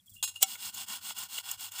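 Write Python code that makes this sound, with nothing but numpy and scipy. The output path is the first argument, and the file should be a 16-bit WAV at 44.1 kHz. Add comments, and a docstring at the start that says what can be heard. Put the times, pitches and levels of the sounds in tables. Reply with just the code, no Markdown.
"""On gritty ground in the open air, a perforated metal skimmer is lifted with a jangle, pressed down
with a clank and scrubbed with a rustling wad of straw, seven strokes a second. Impacts set the metal's
modes ringing; friction, a dense train of tiny slips, makes the hiss and rasp. Now and then the metal
squeaks or grit catches on it. A distant bird chirps over a faint low rumble, and there is no echo."""
import sys
import numpy as np
from scipy import signal
from scipy.fft import rfft, irfft
from scipy.io import wavfile

SR = 44100
rng = np.random.default_rng(int(sys.argv[2]) if len(sys.argv) > 2 else 0)


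def dump(signal):
    """Clip the signal to [-1, 1] and save it as 16-bit WAV at the path in sys.argv[1]."""
    limited = np.clip(np.atleast_2d(signal).T, -1, 1)
    pcm = np.round(limited * 32767).astype(np.int16)
    wavfile.write(sys.argv[1], SR, pcm)


N = 79380
T = np.arange(N) / SR
HZ = np.fft.rfftfreq(N, 1 / SR)

# Outdoor background. Each row: frequency in Hz, relative spectral density in dB.
AIR_SPECTRUM = [(25, -22), (55, -19), (80, -6), (100, 7), (125, -11.5), (190, -4), (290, -24), (450, -30),
                (1500, -26.5), (4500, -26), (8000, -19), (15000, -21.5)]
# Bird notes. Each row: peak time in seconds, level in dB.
CHIRPS = [(.005, -70), (.077, -62), (.127, -62), (.184, -67), (.21, -65)]
# The straw is gathered. Each row: peak time in seconds, level in dB, rise and decay in seconds.
RUSTLES = [(.061, -54.5, 0.0012, 0.045), (.096, -48, 0.0013, 0.02), (.14, -47, 0.0049, 0.037),
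           (.41, -53, 0.0023, .008)]
# Crackling straw. Each row: frequency in Hz, relative spectral density in dB.
RUSTLE_SPECTRUM = [(1000, -47), (3000, -24), (5000, -7), (6400, -11), (7400, 3.5), (9000, -1), (12000, -11),
                   (15000, 4.5)]
# Soft loads on the ground. Each row: peak time in seconds, level in dB, rise and decay in seconds.
BUMPS = [(.122, -58, 0.0039, 0.074), (.672, -61, .012, 0.025), (1.585, -64.5, 0.035, 0.012)]
# Touches on the lifted skimmer. Each row: peak time in seconds, force in dB, rise and decay in seconds.
JANGLES = [(.159, -59, .004, .005), (.2277, -24.5, .0004, .008), (.2395, -27, .0025, .006),
           (.278, -36, .0035, .013), (.292, -43, .003, .008), (.317, -52, .005, .009),
           (.343, -50, .003, .009), (.359, -43.5, .004, .014)]
# Metal dragging on grit. Each row: frequency in Hz, relative spectral density in dB.
SCRAPE_SPECTRUM = [(200, -42), (500, -32), (1000, -13), (2250, -17), (2700, -3), (4200, 0), (5900, -9),
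                   (7200, 2), (8600, 0), (11500, -10), (15000, -2)]
# Broad resonances of the bowl on the ground. Each row: frequency and half-width in Hz, gain in dB.
BOWL_BANDS = [(590, 55, -14), (770, 80, -5), (1010, 130, 0), (1450, 110, 2), (1850, 70, -6),
              (2220, 110, -7), (2830, 120, 4), (3360, 160, 3), (4470, 100, -3), (5200, 130, 0)]
# Modes of the free skimmer. Each row: frequency in Hz, gain in dB, nominal t60 in seconds.
FREE_MODES = [(2525, -9, .1), (2789, -5, .3), (3280, -8, .12), (3372, -8, .15), (3828, -11, .17),
              (4064, -7, .18), (4255, -9, .17), (4823, -14, .2), (5120, -12, .2), (5308, -11, .25),
              (6315, -12, .15), (6607, 1, .17), (6788, -10, .15), (6864, -9, .15), (7004, -5, .15),
              (7204, -4, .17), (7379, -5, .13), (7502, -2, .14), (7687, -5, .18), (8055, -9, .13),
              (8252, -1, .17), (8458, -8, .13), (8590, -8, .15), (9675, -9, .13), (10099, -4, .2),
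              (11574, -18, .13), (12979, -11, .17), (13245, -11, .17), (14720, -8, .12), (14783, -7, .15),
              (15430, -12, .13)]
# Squeaks. Each row: peak time in seconds, frequency in Hz, level in dB, rise and decay in seconds.
SQUEAKS = [(.166, 2805, -54.5, 0.0064, .07), (0.361, 2830, -39, 0.0024, 0.02),
           (0.5565, 2196, -40.5, 0.00067, 0.0046), (1.3834, 2843, -29, .002, 0.0024)]
# The bowl lands. Each row: peak time in seconds, force in dB, rise and decay in seconds.
CLANKS = [(.4255, -23, 0.0055, 0.0013), (.4288, -14, 0.0023, 0.0055)]
# Metal grinding into grit. Each row: frequency in Hz, relative spectral density in dB.
CRUNCH_SPECTRUM = [(60, -21), (200, -27), (330, -8), (450, -14), (580, -2.5), (1000, -10), (1900, -12),
                   (3000, 5.5), (4700, -4), (6200, 1), (7200, 7.5), (8800, 7), (10500, -3.5), (12300, -9.5),
                   (15000, -5.5)]
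# Treble of the landing's hardest instant. Each row: frequency and half-width in Hz, gain in dB.
CRACK_BANDS = [(7640, 720, -8.5), (15000, 980, 0)]
# Modes of the pressed skimmer. Each row: frequency in Hz, gain in dB, nominal t60 in seconds.
PRESSED_MODES = [(774, -6, .08), (1346, -12, .055), (2200, -10, .06), (2808, -6, .06), (3020, -8, .045),
                 (3362, -3, .045), (4030, -10, .055), (5200, -9, .035), (5680, -4, .04), (7000, 0, .035),
                 (7162, 1, .035), (7857, 1, .04), (8272, -7, .04), (8430, -8, .04), (8905, -6, .035),
                 (9421, -9, .035), (14715, -6, .025), (14873, -4, .025), (15225, -4, .025)]
# Scrubbing strokes, each lasting until the next. Each row: start in seconds, relative levels of hiss,
# rasp and thrum in dB, moment of top speed as a fraction of the stroke.
STROKES = [(0.438, -38.5, -57, -67, 0.64), (0.57, -36.5, -53, -67, 0.67), (0.718, -38, -52.5, -66, 0.64),
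           (0.859, -37, -48.5, -65.5, .47), (1.001, -37.5, -52.5, -67.5, 0.67),
           (1.142, -38, -50.5, -68, 0.43), (1.28, -37, -52, -72, 0.65), (1.423, -39, -50.5, -93, 0.53),
           (1.571, -39, -53.5, -73, 0.49), (1.706, -39.5, -52, -85, 0.64)]
# Straw sliding on metal. Each row: frequency in Hz, relative spectral density in dB.
HISS_SPECTRUM = [(400, -27.5), (1200, -29), (2300, -9), (3000, -18.5), (4100, -2.5), (4850, -6),
                 (5250, -6.5), (5800, -9), (6900, -3), (8200, 0), (9300, -6.5), (11000, -9), (12200, -14.5),
                 (13600, -5), (15300, -1)]
# Resonances of the ground under the bowl. Each row: frequency and half-width in Hz, gain in dB.
SOIL_BANDS = [(197, 34, 3.5), (291, 68, -6)]
# Jamming grit. Each row: peak time in seconds, low, middle and high force in dB, decay in seconds.
CATCHES = [(0.556, -55.5, -55, -49, 0.012), (0.746, -62, -71, -40.5, 0.009),
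           (0.886, -80, -54, -31.5, 0.00065), (1.107, -40.5, -40, -59, 0.0033),
           (1.187, -53, -58, -35, 0.0043), (1.236, -58, -49, -38.5, 0.0044),
           (1.386, -45, -33.5, -35.5, 0.0018), (1.515, -50.5, -49, -29, 0.0034),
           (1.609, -71, -84, -38, 0.0015), (1.721, -65, -55, -43, 0.0052), (1.794, -49, -40.5, -38, 0.0066)]
# Low, middle and high groups of struck resonances. Each row: frequency and half-width in Hz, gain in dB.
CATCH_BANDS = [
    [(926, 255, -6), (1450, 67, -1)],
    [(2090, 350, -5), (2734, 82, 3), (3450, 310, 1)],
    [(7130, 650, 0), (9200, 6000, -18.5), (14800, 1200, -3)],
]


def amp(db):
    """Amplitude grows tenfold for every 20 dB."""
    return 10 ** (np.asarray(db) / 20)


def unit_rms(x):
    """Normalisation brings the mean power to one."""
    return x / np.sqrt(np.mean(x ** 2) + 1e-20)


def colour(x, spectrum):
    """Linear filtering imposes a spectral envelope; the result has unit rms."""
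    hz, db = np.transpose(spectrum)
    gain = amp(np.interp(np.log(HZ + 1), np.log(hz), db))
    return unit_rms(irfft(rfft(x) * gain, N))


def resonate(x, bands):
    """Steep-sided resonators of alternating polarity act in parallel; the result has unit rms."""
    response = sum((-1) ** k * amp(db) / (1 + 1j * (HZ - hz) / width) ** 2
                   for k, (hz, width, db) in enumerate(bands))
    return unit_rms(irfft(rfft(x) * response, N))


def slips(per_s, spread_db):
    """Shot noise: tiny slips occur at random moments, their sizes scattered by the spread."""
    size = amp(spread_db * np.minimum(rng.exponential(1, N), 4))
    return unit_rms(size * rng.choice([-1., 1.], N) * (rng.random(N) < per_s / SR))


def flutter(rate_hz, depth_db):
    """Random amplitude modulation: slow noise makes a gain waver."""
    drift = rfft(rng.standard_normal(N)) / (1 + (HZ / rate_hz) ** 4) * HZ / (HZ + rate_hz)
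    return amp(depth_db * unit_rms(irfft(drift, N)))


def contact(peak_s, db, rise, decay):
    """A contact force grows exponentially to its peak, then decays exponentially."""
    return amp(db) * np.exp(-np.maximum((peak_s - T) / rise, (T - peak_s) / decay))


def force(contacts):
    """Incoherent contacts add in power."""
    return np.sqrt(sum(contact(*row) ** 2 for row in contacts))


def ring(push, modes, damping):
    """Each mode stores the energy of the contacts and loses 60 dB in t60 / damping seconds."""
    out = np.zeros(N)
    for hz, db, t60 in modes:
        retained = np.exp(-2 * np.log(1000) * damping / (t60 * SR))
        energy = signal.lfilter([1000 / SR], [1, -retained], push ** 2 + 1e-20)
        out += amp(db) * np.sqrt(energy) * np.sin(2 * np.pi * (hz * T + rng.random()))
    return out


def air():
    """Broadband noise with a low spectral peak is heard as a faint outdoor rumble."""
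    return amp(-69) * colour(rng.standard_normal(N), AIR_SPECTRUM)


def bird(centre_hz=3350, fall_hz_per_s=11000, half_width_s=.01):
    """Frequency modulation: each wavering note sweeps downwards under a Gaussian envelope."""
    notes = np.zeros(N)
    for peak_s, db in CHIRPS:
        t = T - peak_s
        cycles = t * (centre_hz - .5 * fall_hz_per_s * t)
        notes += amp(db) * np.exp(-(t / half_width_s) ** 2) * np.sin(2 * np.pi * cycles)
    return notes * flutter(rate_hz=66, depth_db=5.5)


def rustle():
    """Dry straw crackles in the hand: bright shot noise whose amplitude follows the force."""
    return force(RUSTLES) * colour(slips(per_s=3200, spread_db=0), RUSTLE_SPECTRUM)


def bumps(hz=97):
    """Shifting weight forces a dull, low vibration of the ground."""
    return force(BUMPS) * np.sin(2 * np.pi * hz * T) * flutter(rate_hz=75, depth_db=4)


def jangle(mute_s=.285, mute_db_per_s=250, mute_max_db=7):
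    """Impacts excite the lifted skimmer's modes; they waver as it drags, then the straw mutes them."""
    push = force(JANGLES)
    scrape = amp(-2) * colour(slips(per_s=12000, spread_db=2.2), SCRAPE_SPECTRUM)
    body = amp(-12.5) * resonate(rng.standard_normal(N), BOWL_BANDS)
    partials = sum(ring(push, [mode], damping=1.3) * flutter(rate_hz=60, depth_db=2.2)
                   for mode in FREE_MODES)
    muting = amp(-np.clip((T - mute_s) * mute_db_per_s, 0, mute_max_db))
    return push * (scrape + body) + amp(-15.5) * muting * partials


def squeaks():
    """Stick-slip friction sustains one mode of the metal for a moment."""
    tones = sum(contact(peak_s, db, rise, decay) * np.sin(2 * np.pi * hz * T)
                for peak_s, hz, db, rise, decay in SQUEAKS)
    return tones * flutter(rate_hz=93, depth_db=4)


def clank():
    """Nonlinear impact: the bowl crunches and rings on grit; its crack grows faster than the force."""
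    push = force(CLANKS)
    crunch = amp(-.5) * push * colour(slips(per_s=14000, spread_db=3.5), CRUNCH_SPECTRUM)
    treble = resonate(slips(per_s=2700, spread_db=5), CRACK_BANDS)
    crack = amp(-18) * (push / push.max()) ** 1.6 * treble
    return crunch + crack + amp(-16.5) * ring(push, PRESSED_MODES, damping=.86)


def scrubbing(stop_s=1.83, turn_speed=.12):
    """Sliding friction: the straw's hiss, the bowl's rasp and the ground's thrum grow with hand speed."""
    hiss_gain, rasp_gain, thrum_gain = np.zeros((3, N))
    ends = [row[0] for row in STROKES[1:]] + [stop_s]
    for (start, hiss_db, rasp_db, thrum_db, fastest), end in zip(STROKES, ends):
        during = (T >= start) & (T < end)
        progress = np.interp((T[during] - start) / (end - start), [0, fastest, 1], [0, .5, 1])
        speed = turn_speed + (1 - turn_speed) * np.sin(np.pi * progress)  # fraction of top speed
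        hiss_gain[during] = amp(hiss_db) * speed ** 1.336
        rasp_gain[during] = amp(rasp_db) * speed ** 1.105
        thrum_gain[during] = amp(thrum_db) * speed
    fibres = colour(slips(per_s=11000, spread_db=3), HISS_SPECTRUM) * flutter(rate_hz=220, depth_db=1.1)
    rasp = amp(3.5) * resonate(slips(per_s=3000, spread_db=2.5), BOWL_BANDS)
    narrow_bands = [(hz, 35, db) for hz, db, _ in FREE_MODES]
    sheen = amp(-13.5) * resonate(slips(per_s=9000, spread_db=2), narrow_bands)
    upper_bands = [band for band in BOWL_BANDS if band[0] > 2500]
    hollow = amp(-10) * resonate(slips(per_s=4000, spread_db=3), upper_bands)
    thrum = resonate(slips(per_s=1500, spread_db=4), SOIL_BANDS)
    hand_pressure = flutter(rate_hz=45, depth_db=.7)
    return hand_pressure * (hiss_gain * (fibres + sheen + hollow) + rasp_gain * rasp + thrum_gain * thrum)


def catches():
    """Transient excitation: larger grains jam for milliseconds and strike the bowl's resonances."""
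    out = np.zeros(N)
    for k, bands in enumerate(CATCH_BANDS):
        push = force([(peak_s, levels[k], .61 * decay, decay) for peak_s, *levels, decay in CATCHES])
        out += amp(2) * push * resonate(rng.standard_normal(N), bands)
    return out


def scene():
    """Superposition: the pressures of all sources add at one point."""
    return (air() + bird() + rustle() + bumps() + jangle() + squeaks() + clank()
            + scrubbing() + catches())[None]


def record(dry):
    """Band limiting: a steep low-pass filter removes the highest treble."""
    low_pass = signal.firwin(611, cutoff=15520, window=("kaiser", 9), fs=SR)
    return signal.oaconvolve(dry, low_pass[None], "same")


dry = scene()
out = record(dry)
dump(out)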